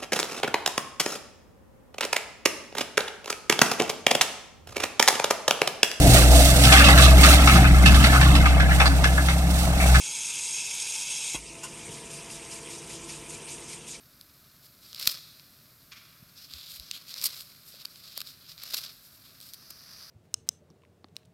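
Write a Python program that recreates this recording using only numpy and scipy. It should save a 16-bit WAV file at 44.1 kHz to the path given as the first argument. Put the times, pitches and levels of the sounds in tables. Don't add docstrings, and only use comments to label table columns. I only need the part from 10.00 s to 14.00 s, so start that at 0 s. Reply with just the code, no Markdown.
import sys
import numpy as np
from scipy import signal
from scipy.fft import rfft, irfft
from scipy.io import wavfile

SR = 44100
rng = np.random.default_rng(int(sys.argv[2]) if len(sys.argv) > 2 else 0)


def bounce(signal):
    frames = np.transpose(np.atleast_2d(signal))
    limited = np.clip(frames, -1, 1)
    pcm = np.round(limited * 32767).astype(np.int16)
    wavfile.write(sys.argv[1], SR, pcm)


N = 176400
T, HZ = np.arange(N) / SR, np.maximum(np.arange(N // 2 + 1) * SR / N, 1)
CUTOFF_HZ, SHAFT_HZ = 12000, 12.357
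HUM_WANDER = 0.00156


def air(shut_s=1.354, decay_db_per_s=418, throb_hz=101):
    # (frequency [Hz], relative level [dB])
    spectrum = [(900, -31), (1500, -20), (1900, -21.5), (2200, -9), (2700, -7), (3600, -8), (4300, -13.5),
                (4800, -8.5), (5900, -5), (6400, -4), (7400, -7), (8800, -4.5), (9600, -11), (10250, -11),
                (10700, -15.5), (12000, -20)]
    # (frequency [Hz], width [Hz], gain [dB])
    peaks_and_dips = [(1730, 90, -3), (1925, 90, -11), (2270, 40, 4), (2570, 190, 6), (2750, 80, 2),
                      (2900, 90, -19), (3000, 50, 3), (3085, 70, -9), (3285, 70, 6.5), (3385, 60, -4.5),
                      (3560, 100, 1.5), (3720, 110, -3), (4020, 130, 4.5), (4190, 60, -8), (4410, 70, -6),
                      (4535, 40, -7), (4750, 160, 2), (4940, 90, -2), (5180, 90, 3), (5320, 60, -2),
                      (5520, 130, 3.5), (5780, 150, -4.5), (5920, 50, -5), (6110, 90, -2), (6260, 50, 3),
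                      (6560, 130, 5), (6755, 60, -7), (7120, 80, 6), (7260, 40, 4), (7420, 90, -4),
                      (7560, 90, 4), (7730, 120, -15), (8010, 80, 6), (8200, 130, -6), (8560, 190, 5),
                      (8990, 80, 5), (9330, 200, -11), (9820, 80, 5), (10400, 90, -8), (10590, 70, -14),
                      (10920, 60, -7), (11120, 170, 7), (11640, 70, 6)]
    # (frequency [Hz], width [Hz], relative level [dB])
    whistle_bands = [(6610, 30, -52), (8515, 30, -54), (838, 18, -69), (882, 18, -62.5), (934, 18, -63),
                     (985, 18, -68)]
    # (frequency [Hz], relative level [dB])
    edge_tones = [(6462, -49.5), (6512, -46)]
    # (time [s], gain [dB])
    edge_level = [(0, -6), (.12, 0), (.23, 4), (.36, -2.5), (.55, 9), (.66, -1.5), (.75, 4), (.93, -0.5),
                  (1.03, -6), (1.12, 1.5), (1.2, -1), (1.33, -2)]
    # (time [s], gain [dB])
    gusts = [(.055, 1.5), (.23, 0.5), (.31, 1.5), (.388, 1.5), (.512, -0.5), (.553, 0.5), (.612, 0.5),
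             (.75, 1.5), (.957, 2.8), (1.118, 2.8)]
    # (time [s], gain [dB])
    air_level = [(0, -1.5), (.2, -0.06), (.58, 0), (.67, -1.3), (.76, 0), (1.06, -0.5), (1.16, 0),
                 (1.33, -0.1)]
    flutter = from_db(-drift(130))
    throb = 1 + 0.045 * np.sin(2 * np.pi * throb_hz * T)
    turbulence = patchy(noise(), depth_db=1.5) * flutter * throb
    hiss = from_db(-33) * colour(turbulence, spectrum, peaks_and_dips)
    whistles = sum(from_db(db + 0.7) * noise_band(hz, width) for hz, width, db in whistle_bands)
    tones = level(edge_level) * sum(edge_tone(hz, db) for hz, db in edge_tones)
    gusts_db = sum(db * np.exp(-((T - s) / 0.01) ** 2) for s, db in gusts)
    shut_db = -decay_db_per_s * np.maximum(T - shut_s, 0)
    return (hiss + whistles + tones) * level(air_level) * from_db(gusts_db + shut_db)


def edge_tone(hz, db, wander_hz=4.8, waver_db=1.5):
    phase = 2 * np.pi * (np.cumsum(hz + wander_hz * drift(13)) / SR + rng.random())
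    return from_db(db) * rms_one(np.sin(phase) * from_db(waver_db * drift(30)))


def valve():
    # (time [s], gain [dB], contact cut-off [Hz])
    clunks = [(1.3442, 2.5, 1400), (1.3502, 2.5, 1100), (1.3522, -4.5, 7000)]
    # (frequency [Hz], level [dB], t60 [s])
    block = [(51.6, -47, 0.69), (151, -31, 0.015), (238, -32, 0.037), (297, -32.5, 0.042),
             (526, -39.5, 0.019), (640, -44, 0.047), (755, -38.5, 0.061), (920, -38, 0.18),
             (1112, -43, 0.072), (2080, -33, 0.11), (2550, -27, 0.047), (2600, -31, 0.05),
             (3265, -27, 0.044), (3950, -27, 0.039)]
    # (time [s], hold [s], level [dB])
    puffs = [(1.349, 0.0049, -38.5), (1.629, 0.0095, -35)]
    # (frequency [Hz], relative level [dB])
    spectrum = [(600, -15), (900, -6.5), (1900, -12), (2700, -5.5), (4400, -17), (5200, -6.5), (7000, -6.5),
                (9200, -5.5), (12000, -13.5)]
    # (frequency [Hz], width [Hz], gain [dB])
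    pipe = [(1020, 90, 14), (1460, 100, 14), (2750, 160, 11), (4960, 120, 6), (6740, 120, 5),
            (7090, 140, 8), (9140, 120, 6)]
    envelope = sum(from_db(db) * burst(s, 0.0072, hold, 0.017) for s, hold, db in puffs)
    return struck(clunks, block) + envelope * colour(noise(), spectrum, pipe)


def water(ping_db=-12):
    # (frequency [Hz], relative level [dB])
    jet_spectrum = [(900, -11.5), (1300, -27), (1750, -10.5), (2050, -3), (2550, 2), (3000, -0.5),
                    (3700, -3.5), (4200, -7.5), (5200, -2.5), (6300, -0.5), (7700, -2.5), (8600, 3),
                    (9600, -3), (10700, -10), (12000, -16)]
    # (time [s], level [dB])
    jet_level = [(1.33, -65), (1.39, -45.5), (1.55, -45.5), (1.75, -45.5), (2.3, -45), (3.0, -45.8),
                 (3.6, -46.5), (3.82, -48), (4.0, -50.5)]
    # (frequency [Hz], width [Hz], gain [dB])
    drill = [(2403, 25, 4), (4010, 80, 3), (4450, 200, -4), (4680, 130, 4), (6230, 50, 3), (7095, 70, 6),
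             (8010, 70, 5), (8510, 70, 3), (8680, 70, 4), (9000, 100, 3), (10900, 130, -7)]
    # (time [s], level [dB])
    surges = [(1.715, -54), (1.896, -44.5), (2.086, -44.5), (2.284, -42.5), (2.49, -43.5), (2.679, -43),
              (2.873, -42.5), (3.07, -41.8), (3.273, -43), (3.464, -42.5), (3.665, -42.5), (3.858, -41.5)]
    # (frequency [Hz], relative level [dB])
    spray_spectrum = [(1200, -22), (2000, -13), (2600, -3), (3500, -2.5), (4300, -5), (4800, -1.5),
                      (5800, -1.5), (6500, 2), (7100, 2.5), (7700, -2.5), (8700, 4), (9400, -3),
                      (10300, -2), (10800, -10), (11200, -3), (12000, -13.5)]
    # (time [s], level [dB])
    splashes = [(2.295, -47), (2.70, -47), (2.728, -55), (2.895, -48), (3.089, -44.5), (3.328, -56),
                (3.478, -44.5), (3.697, -47), (3.724, -43), (3.88, -50), (3.94, -43.5)]
    # (frequency [Hz], relative level [dB])
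    splash_spectrum = [(1500, -16), (2350, 10), (2900, -8), (3500, -12), (4200, 2), (5500, 2.5), (8000, -9),
                       (12000, -18)]
    # (frequency [Hz], relative level [dB])
    wash_spectrum = [(1050, -0.5), (1300, 0), (1750, 2.5), (2100, -7), (3000, -13), (6000, -35)]
    # (time [s], level [dB])
    wash_level = [(1.42, -89), (1.55, -61.5), (1.75, -58.5), (3.1, -59.5), (3.7, -60.5), (4.0, -65.5)]
    wash = level(wash_level) * colour(noise(), wash_spectrum)
    jet = colour(spatter(), jet_spectrum, drill)
    jet += from_db(ping_db) * colour(pings(), jet_spectrum, drill)
    spray = colour(spatter(), spray_spectrum, drill)
    spray *= sum(from_db(db) * burst(s, 0.028, 0.05, 0.032) for s, db in surges)
    splash = colour(spatter(), splash_spectrum)
    splash *= sum(from_db(db) * burst(s, 0.0064, 0.0071, 0.0086) for s, db in splashes)
    return wash + level(jet_level) * jet + spray + splash


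def spatter(drops_per_s=2500, drop_share=0.22):
    sizes = from_db(-3 * np.minimum(rng.exponential(1, N), 5)) * rng.choice([-1, 1], N)
    drops = rms_one(sizes * (rng.random(N) < drops_per_s / SR))
    mixture = np.sqrt(drop_share) * drops + np.sqrt(1 - drop_share) * noise()
    return patchy(mixture, depth_db=2.5) * from_db(0.2 * drift(40))


def pings(per_s=110, t60_cycles=50, pitches=18):
    sizes = from_db(3 * np.minimum(rng.exponential(1, N), 3))
    impacts = sizes * (rng.random(N) < per_s / SR)
    pitch_index, out = rng.integers(0, pitches, N), np.zeros(N)
    for k, hz in enumerate(np.geomspace(2060, 7000, pitches)):
        radius, angle = np.exp(-np.log(1000) * hz / t60_cycles / SR), 2 * np.pi * hz / SR
        feedback = [1, -2 * radius * np.cos(angle), radius ** 2]
        out += signal.lfilter([1, 0, -1], feedback, impacts * (pitch_index == k) + 1e-18)
    return rms_one(out)


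def glass():
    # (time [s], gain [dB], contact cut-off [Hz])
    bumps = [(1.8865, 0, 600), (1.893, -4.5, 600), (1.916, -14, 400)]
    # (frequency [Hz], level [dB], t60 [s])
    sheet = [(101, -46, .12), (150, -39, .06), (190, -38, .06), (440, -35.5, 0.07)]
    return struck(bumps, sheet)


def drone(cyclic_share=0.25):
    # (multiple of the shaft rate [1], relative level [dB])
    orders = [(4, -78), (12, -55.5), (13, -63.5), (28, -61), (32, -62.5), (36, -60), (38, -64.5),
              (40, -65.5), (43, -72), (56, -67.5), (72, -65), (76, -64), (80, -66.5), (84, -66), (100, -69),
              (108, -69.5)]
    # (frequency [Hz], relative level [dB])
    frame = [(59, -67), (219, -63.5)]
    # (frequency [Hz], relative level [dB])
    spectrum = [(25, -7), (50, 5.5), (70, -1), (110, 4), (170, 5), (260, 4.5), (380, 4), (490, 4.5),
                (590, -4), (780, -15), (950, -3.5), (1150, -7), (1500, -29.5), (2500, -23.5)]
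    # (time [s], gain [dB])
    drone_level = [(0, -11), (1.33, -10), (1.42, -4.5), (1.58, -1.5), (1.9, .5), (2.4, -1.5), (3.1, 0),
                   (3.7, -1.5), (4.0, -4)]
    turns = SHAFT_HZ * np.cumsum(1 + HUM_WANDER * drift(4.05)) / SR
    one_turn = rng.standard_normal(int(SR / SHAFT_HZ))
    cyclic = one_turn[(turns % 1 * len(one_turn)).astype(int)]
    vibration = np.sqrt(cyclic_share) * cyclic + np.sqrt(1 - cyclic_share) * noise()
    rumble = from_db(-50) * colour(vibration, spectrum)
    tones = [(k * SHAFT_HZ, db) for k, db in orders] + list(frame)
    return level(drone_level) * (sum(hum(hz, db) for hz, db in tones) + rumble)


def gear(teeth=27):
    # (time [s], mesh level [dB], octave level [dB])
    mesh = [(1.33, -80, -82), (1.42, -64, -62), (1.6, -59.5, -59.5), (2.15, -63.5, -58), (2.55, -56, -57),
            (3.0, -55.5, -62.5), (3.45, -61, -63.5), (4.0, -66, -69)]
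    times, *levels_db = np.transpose(mesh)
    return sum(hum(k * teeth * SHAFT_HZ, np.interp(T, times, db)) for k, db in enumerate(levels_db, 1))


def workshop():
    # (frequency [Hz], relative level [dB])
    spectrum = [(30, -21), (150, -22), (500, 0.5), (950, 8.5), (1300, -8), (2000, -29), (8000, -4.5)]
    # (time [s], level [dB])
    room_level = [(0, -58), (1.33, -53.5), (1.43, -63), (1.65, -55.5), (2.7, -54.5), (3.6, -55.5),
                  (4.0, -62.5)]
    return level(room_level) * colour(noise(), spectrum)


def struck(blows, modes):
    out = np.zeros(N)
    for s, blow_db, contact_hz in blows:
        age = np.maximum(T - s, 0)
        for k, (hz, db, t60) in enumerate(modes):
            strength = from_db(blow_db + db + rng.normal()) / (1 + (hz / contact_hz) ** 2)
            out += (-1) ** k * strength * np.exp(-np.log(1000) * age / t60) * np.sin(2 * np.pi * hz * age)
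    return out


def hum(hz, db, waver_db=2):
    phase = 2 * np.pi * (hz * np.cumsum(1 + HUM_WANDER * drift(5.15)) / SR + rng.random())
    return from_db(db) * rms_one(np.sin(phase) * from_db(waver_db * drift(5.8)))


def colour(x, spectrum, bells=()):
    hz, db = np.transpose(spectrum)
    shape = np.interp(np.log(HZ), np.log(hz), db)
    for centre, width, height in bells:
        shape += height * 2 ** -(2 * (HZ - centre) / width) ** 2
    low_cut = 1 / np.sqrt(1 + (.8 * hz[0] / HZ) ** 8)
    return rms_one(irfft(rfft(x) * from_db(shape) * low_cut, N))


def patchy(x, depth_db, rate_hz=20, count=16):
    place, spectrum = np.interp(np.log(HZ), np.log([1000, CUTOFF_HZ]), [0, count - 1]), rfft(x)
    bands = (irfft(spectrum * np.maximum(1 - abs(place - k), 0), N) for k in range(count))
    return sum(band * from_db(depth_db * drift(rate_hz)) for band in bands)


def burst(start, attack, hold, fall):
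    return np.clip((T - start) / attack, 0, 1) * np.exp(-np.maximum(T - start - attack - hold, 0) / fall)


def noise():
    return rng.standard_normal(N)


def noise_band(hz, width):
    return rms_one(irfft(rfft(noise()) / (1 + ((HZ - hz) / width * 2) ** 2), N))


def drift(rate_hz):
    return noise_band(0, 2 * rate_hz)


def level(rows):
    return from_db(np.interp(T, *np.transpose(rows)))


def from_db(db):
    return 10 ** (np.asarray(db) / 20)


def rms_one(x):
    return x / np.sqrt(np.mean(x ** 2) + 1e-20)


def scene():
    mono = air() + valve() + glass() + water() + drone() + gear() + workshop()
    return np.array([mono, mono])


def record(dry):
    return signal.sosfilt(signal.ellip(12, .1, 90, CUTOFF_HZ, fs=SR, output="sos"), dry)


dry = scene()
out = record(dry)
bounce(out)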